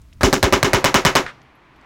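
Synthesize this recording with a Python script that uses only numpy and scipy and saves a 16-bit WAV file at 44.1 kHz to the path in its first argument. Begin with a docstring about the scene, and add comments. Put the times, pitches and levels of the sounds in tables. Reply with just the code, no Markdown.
"""Ten fast pistol shots, a few metres from the microphone, beside a wooden shelter on a snowy range.
Each blast cracks, thumps and bounces off near surfaces; the shelter rings much the same every time,
a row of boards returns a falling note and a slap comes back from down range.
The valley rolls on behind, with light wind, ticks of gun handling and the tinkle of spent cases.
This close, the shots overload the microphone, which flattens their peaks."""
import sys
import numpy as np
from scipy import signal
from scipy.fft import irfft
from scipy.io import wavfile

SR = 44100
rng = np.random.default_rng(int(sys.argv[2]) if len(sys.argv) > 2 else 0)


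def to_wav(sig):
    """Store sig (one row per channel, or 1-D mono) as 16-bit WAV at the path in sys.argv[1].

    Samples outside -1..1 are clipped; the rate is SR.
    """
    pcm = np.clip(np.atleast_2d(sig), -1, 1) * 32767
    pcm = np.round(pcm).astype(np.int16)
    wavfile.write(sys.argv[1], SR, pcm.T)  # frames by channels


N = 81585
SPAN = 16384  # samples in one event
AGE = np.arange(SPAN) / SR  # seconds since it began


def undb(db):
    """Decibels to gain."""
    return 10 ** (np.asarray(db) / 20)


def shaped(gain, size=SPAN):
    """Noise of rms 1 whose spectrum follows gain(log Hz)."""
    magnitude = gain(np.log(np.arange(size // 2 + 1) * SR / size + 1))
    wave = irfft(magnitude * np.exp(2j * np.pi * rng.random(len(magnitude))), size)
    return wave / (wave.std() + 1e-12)


def noise(spectrum, size=SPAN):
    """Noise of rms 1 coloured by rows of frequency_hz, relative_db."""
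    hz, db = np.array(spectrum, float).T
    return shaped(lambda log_hz: undb(np.interp(log_hz, np.log(hz), db)), size)


def narrow_noise(hz, width):
    """Noise gathered around one frequency; the width is in log frequency."""
    return shaped(lambda log_hz: np.exp(-.5 * ((log_hz - np.log(hz)) / width) ** 2))


def enveloped(sound, envelope):
    """A noise under an envelope, with the envelope's energy."""
    burst = sound * envelope
    return burst * np.sqrt(np.sum(envelope ** 2) / (np.sum(burst ** 2) + 1e-18))


def fall(delay_s, decay_s, rise_s=.00055):
    """Fast rise, exponential decay."""
    since = np.maximum(AGE - delay_s, 0)
    return np.minimum(since / rise_s, 1) * np.exp(-np.maximum(since - rise_s, 0) / decay_s)


def bell(centre_s, width_s):
    """A smooth swell."""
    return np.exp(-.5 * ((AGE - centre_s) / width_s) ** 2)


def ring(hold_s, t60_s, build_s=.0093):
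    """Build up, hold, die away."""
    return np.minimum(AGE / build_s, 1) * np.exp(-np.log(1000) * np.maximum(AGE - hold_s, 0) / t60_s)


def level_curve(points):
    """Gain over the whole scene from rows of time_s, level_db."""
    return undb(np.interp(np.arange(N) / SR, *np.array(points).T))


def add(out, sound, start_s):
    """Mix a sound in at a time."""
    first = int(start_s * SR)
    out[first:first + len(sound)] += sound[:max(len(out) - first, 0)]


# Faint air over the range: frequency_hz, relative_db
AIR_SPECTRUM = [(180, -25.5), (300, 6), (498, -6), (691, 1.5), (801, -14.5), (898, -2.5), (15000, -21)]
# Its fade: time_s, level_db
AIR_FADE = [(.2, -61.5), (.4, -83.5)]
def air():
    """The thin hiss of the open range."""
    return level_curve(AIR_FADE) * noise(AIR_SPECTRUM, N)


# Rumble at the microphone: frequency_hz, relative_db
WIND_SPECTRUM = [(20, -4.5), (65, 6.5), (120, -4), (250, -14.5), (600, -50.5)]
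# One light gust: time_s, level_db
WIND_GUST = [(0, -47), (.1, -47.5), (.2, -40), (.4, -49.5), (1.3, -65)]
def wind():
    """Wind rumbles on the microphone and dies down."""
    return level_curve(WIND_GUST) * noise(WIND_SPECTRUM + [(2000, -94)], N)


# The far echo: frequency_hz, relative_db
VALLEY_SPECTRUM = [(25, -9), (60, -2.5), (90, -10), (130, 1.5), (190, -5), (330, -3), (480, -10.5),
                   (750, -7.5), (1000, -3.5), (1400, -9.5), (2200, -10.5), (3200, -19), (5000, -29),
                   (8000, -40), (15000, -48.5)]
# Its rise and fall: time_s, relative_db
VALLEY_ROLL = [(.25, -29), (.7, 16.5), (1.38, -1.5), (1.55, -3.5), (1.7, -3), (1.84, -0.5)]
def valley():
    """The valley's long echo, one swell of noise behind all the shots."""
    return undb(-48.5) * level_curve(VALLEY_ROLL) * noise(VALLEY_SPECTRUM, N)


# The echo from down range: frequency_hz, relative_db
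SLAP_SPECTRUM = [(200, -18), (700, -6), (1400, 8.5), (2600, -2), (4500, -11.5), (8000, -24), (15000, -46)]
def down_range():
    """A slap from down range, the scatter behind it and a later low boom."""
    slap = enveloped(noise(SLAP_SPECTRUM), fall(.111, decay_s=.0035))
    scatter = enveloped(noise(SLAP_SPECTRUM), bell(.134, width_s=.019))
    boom = enveloped(narrow_noise(hz=127.5, width=.085), bell(.24, width_s=.04))
    return undb(-20) * slap + undb(-33.5) * scatter + undb(-53) * boom


# Small ticks at the firing point: start_s, level_db, pitch_hz
HANDLING_TICKS = [(0.0164, -52.5, 6350), (0.1278, -47.5, 3020), (0.132, -50.5, 6350), (1.4167, -51, 3940),
                  (1.76, -66, 4950), (1.812, -59, 4450)]
def ticks(out):
    """Gun handling and falling cases make short, broad ticks."""
    for start_s, level_db, pitch_hz in HANDLING_TICKS:
        add(out, undb(level_db) * narrow_noise(pitch_hz, width=.39) * fall(0, decay_s=.0031), start_s)


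# Cases landing: start_s, level_db
CASE_LANDINGS = [(.387, -53), (.805, -53), (1.015, -52), (1.425, -71), (1.552, -68), (1.762, -72)]
def spent_cases(out):
    """Spent cases tinkle in a high, narrow band."""
    for start_s, level_db in CASE_LANDINGS:
        add(out, undb(level_db) * narrow_noise(hz=11600, width=.059) * fall(0, decay_s=.009), start_s)


# The burst ahead of the shots: frequency_hz, relative_db
BURST_SPECTRUM = [(60, 5.5), (150, -1), (300, -6.5), (700, -5.5), (1600, -2.5), (2400, -17), (6000, -22.5),
                  (15000, -39.5)]
def dull_burst():
    """A puff of noise, duller and quieter than a shot."""
    return undb(-18.5) * enveloped(noise(BURST_SPECTRUM), fall(0, decay_s=.021))


# Scatter from the surrounding ground and reeds: frequency_hz, relative_db
REED_SPECTRUM = [(300, -11), (1500, 3), (5500, -3.5), (8000, -18), (15000, -30)]
def reed_hiss():
    """Ground and reeds scatter the blast into a thin, lingering hiss."""
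    return undb(-39) * noise(REED_SPECTRUM) * ring(0, t60_s=.55)


def boards(arrival_s=.047, pitch_hz=381.8, fall_s=.09):
    """Echoes from a row of boards arrive ever further apart and fuse into a falling note."""
    hz = pitch_hz * np.exp(-(AGE - arrival_s) / fall_s)
    return undb(-14.5) * bell(arrival_s, width_s=.008) * np.sin(2 * np.pi * np.cumsum(hz) / SR)


def low_drone(pitch_hz=133.7):
    """A low note rings on after each shot, longer than the shelter's modes."""
    return undb(-34) * np.sin(2 * np.pi * (pitch_hz * AGE + rng.random())) * ring(.021, t60_s=.3)


# The wooden shelter's middle and high modes: pitch_hz, relative_db
SHELTER_MID_MODES = [(258.4, -26.5), (387.6, -29.5), (586.8, -35.5), (866.7, -43.5), (979.8, -30),
                     (1066, -34), (1292, -36.5), (1362, -45.5), (1507, -38)]
SHELTER_HIGH_MODES = [(2519, -50), (2719, -43), (2966, -34.5)]
SHELTER_MODES = list(SHELTER_MID_MODES) + list(SHELTER_HIGH_MODES)
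def shelter_modes(phases, tone_db, scatter_db=1.5):
    """The blast sets the modes ringing, each a little louder or softer from shot to shot."""
    modes = np.zeros(SPAN)
    for phase, (hz, db) in zip(phases, SHELTER_MODES):
        gain = undb(db + tone_db(hz) + scatter_db * rng.standard_normal())
        modes += gain * np.sin(2 * np.pi * hz * AGE + phase)
    return undb(10) * modes * ring(.021, t60_s=.13)


# Reverberation in the shelter: centre_hz, relative_db, hold_s, t60_s
SHELTER_BANDS = [(59, -30.5, .022, 0.36), (135.7, -33.5, 0.016, 0.47), (278, -22, 0.05, 0.16),
                 (582.3, -24, 0.037, 0.25), (1019, -23, 0.026, 0.17), (1767, -22.5, 0.022, .18),
                 (2780, -24, 0.025, 0.15), (4750, -28.5, 0.015, 0.2), (5750, -23, 0.02, .16),
                 (7870, -35.5, 0.025, 0.17), (14200, -36, .016, 0.16)]
def shelter_reverb(shared_bands, tone_db, shared_power=.87):
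    """Dense reflections die away band by band, mostly alike for every shot."""
    bands = np.sqrt(shared_power) * shared_bands + np.sqrt(1 - shared_power) * band_noises()
    return sum(undb(db + tone_db(hz)) * enveloped(band, ring(hold_s, t60_s))
               for band, (hz, db, hold_s, t60_s) in zip(bands, SHELTER_BANDS))


def band_noises():
    """One noise for each of the shelter's overlapping bands."""
    centres = np.log([band[0] for band in SHELTER_BANDS])
    return np.array([shaped(lambda log_hz: np.sqrt(np.interp(log_hz, centres, weights)))
                     for weights in np.eye(len(centres))])


# The shelter's bass, middle and treble: centre_hz
TONE_CENTRES = [260, 1640, 6000]
def shelter(shared_bands, phases, balance_db):
    """The shelter answers with reverberation and modes, in one shot's tonal balance."""
    tone_db = lambda hz: np.interp(np.log(hz), np.log(TONE_CENTRES), balance_db)
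    return shelter_reverb(shared_bands, tone_db) + shelter_modes(phases, tone_db)


# Single echoes from posts and walls close by: delay_s, level_db
WALL_ECHOES = [(.0255, -14), (.031, -28), (.0362, -13.5), (.042, -24.5), (.052, -22.5)]
# Their colour: frequency_hz, relative_db
WALL_SPECTRUM = [(200, -8), (600, 0), (1100, 0), (2500, -7), (6000, -18), (15000, -42)]
def near_walls(knock_hz=588):
    """The nearest wall answers with a hollow knock; single reflections follow."""
    knock = undb(-14.5) * bell(.0043, width_s=.0056) * np.sin(2 * np.pi * knock_hz * AGE)
    return knock + sum(undb(level_db) * enveloped(noise(WALL_SPECTRUM), fall(delay_s, decay_s=.0016))
                       for delay_s, level_db in WALL_ECHOES)


def thump(start_hz, strength_db, end_hz=40.7, sag_s=.017):
    """A swing of pressure that slows as it fades; stronger thumps last longer."""
    rise_s = .0085 * undb(strength_db)
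    hz = end_hz + (start_hz - end_hz) / (1 + (AGE / sag_s) ** 4)
    envelope = AGE / rise_s * np.exp(1 - AGE / rise_s)
    return undb(strength_db - 11.5) * np.sin(2 * np.pi * np.cumsum(hz) / SR) * envelope


# The blast's bright crack and low punch: frequency_hz, relative_db
CRACK_SPECTRUM = [(200, -8), (700, -2), (1500, 8), (2800, 0.5), (4500, 3.5), (6500, -0.5), (10000, -8.5),
                  (16000, -14.5)]
PUNCH_SPECTRUM = [(70, -21.5), (160, 6), (300, -14), (600, 1), (1100, -1), (2000, -20), (5000, -33.5)]
# Paths to the microphone, direct first, then off near surfaces: delay_s, crack_db, punch_db
BLAST_PATHS = [(0, -5, -8.5), (.0052, -7.5, -5.5), (0.0128, -9.5, -11)]
def blast(shared_noises, direct_db, reflected_db):
    """Crack and punch arrive along each path, partly alike for every shot."""
    gains = undb([direct_db, reflected_db, reflected_db])
    noises = shared_noises + path_noises()
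    sound = np.zeros(SPAN)
    for gain, (crack, punch), (delay_s, crack_db, punch_db) in zip(gains, noises, BLAST_PATHS):
        sound += gain * undb(crack_db) * enveloped(crack, fall(delay_s, decay_s=.0017))
        sound += undb(punch_db) * enveloped(punch, fall(delay_s, decay_s=.0034))
    return sound


def path_noises():
    """A crack noise and a punch noise for each path."""
    return np.array([(noise(CRACK_SPECTRUM), noise(PUNCH_SPECTRUM)) for _ in BLAST_PATHS])


# The shots from a few metres away, all levels relative: start_s, direct_crack_db, reflected_crack_db,
# thump_db, thump_hz, dip_db, shelter_bass_db, shelter_middle_db, shelter_treble_db, boards_db
PISTOL_SHOTS = [(.2324, 2.5, -8, 2.5, 89.6, -0.5, 3, -1, 2, 5.5),
                (0.3279, -0.5, 1, -9, 200, 1.5, -2, -15, -3.5, -4),
                (0.4282, 1.5, 2, 1.5, 127, -5, -0.5, 1, -3.5, 1.5),
                (0.5248, -3, -6, 0, 135, 5.5, -2, 1.5, -2.5, -1),
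                (0.6287, 4, 6, -1, 154, -40, -2.5, 2, -1, 1.5),
                (0.7325, 1.5, -1, 0, 152.4, -5, -4, 2, -2, 0.5),
                (.8427, 2, 4, -2, 156, -8.5, -5, 3.5, -0.5, -8),
                (0.9426, 2.5, 0.5, -1.5, 238.5, -2, -3.5, 5, 1, -3),
                (1.05, 1.5, 2.5, 0, 203, -7.5, -5.5, 6, 0.5, -7),
                (1.1527, -1.5, 3, -3, 204, -3, -4, 4, -1, -6)]
def pistol_shots(out):
    """Each shot cracks and thumps, and the same surroundings answer it."""
    shared_bands = band_noises()
    phases = 2 * np.pi * rng.random(len(SHELTER_MODES))
    shared_noises, walls, far_echo = path_noises(), near_walls(), down_range()
    for shot in PISTOL_SHOTS:
        start_s, direct_db, reflected_db, thump_db, thump_hz, dip_db, *balance_db, boards_db = shot
        bang = blast(shared_noises, direct_db, reflected_db) + walls
        bang += shelter(shared_bands, phases, balance_db)
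        bang *= undb(dip_db * bell(.011, width_s=.0027))  # the level dips briefly; in two shots it lifts
        tail = undb(boards_db) * boards() + low_drone() + reed_hiss() + far_echo
        add(out, bang + thump(thump_hz, thump_db) + tail, start_s)


def scene():
    """The range from beside the shelter, in mono: background, shots and small sounds."""
    out = valley() + wind() + air()
    pistol_shots(out)
    add(out, dull_burst(), start_s=.2093)
    ticks(out)
    spent_cases(out)
    return out[None]


def record(dry):
    """The overloaded microphone flattens the peaks, and the highest treble is cut."""
    ceiling, top_hz = .85, 16000
    lowpass = signal.ellip(8, .2, 70, top_hz, fs=SR, output="sos")
    return signal.sosfilt(lowpass, ceiling * np.tanh(dry / ceiling))


dry = scene()
out = record(dry)
to_wav(out)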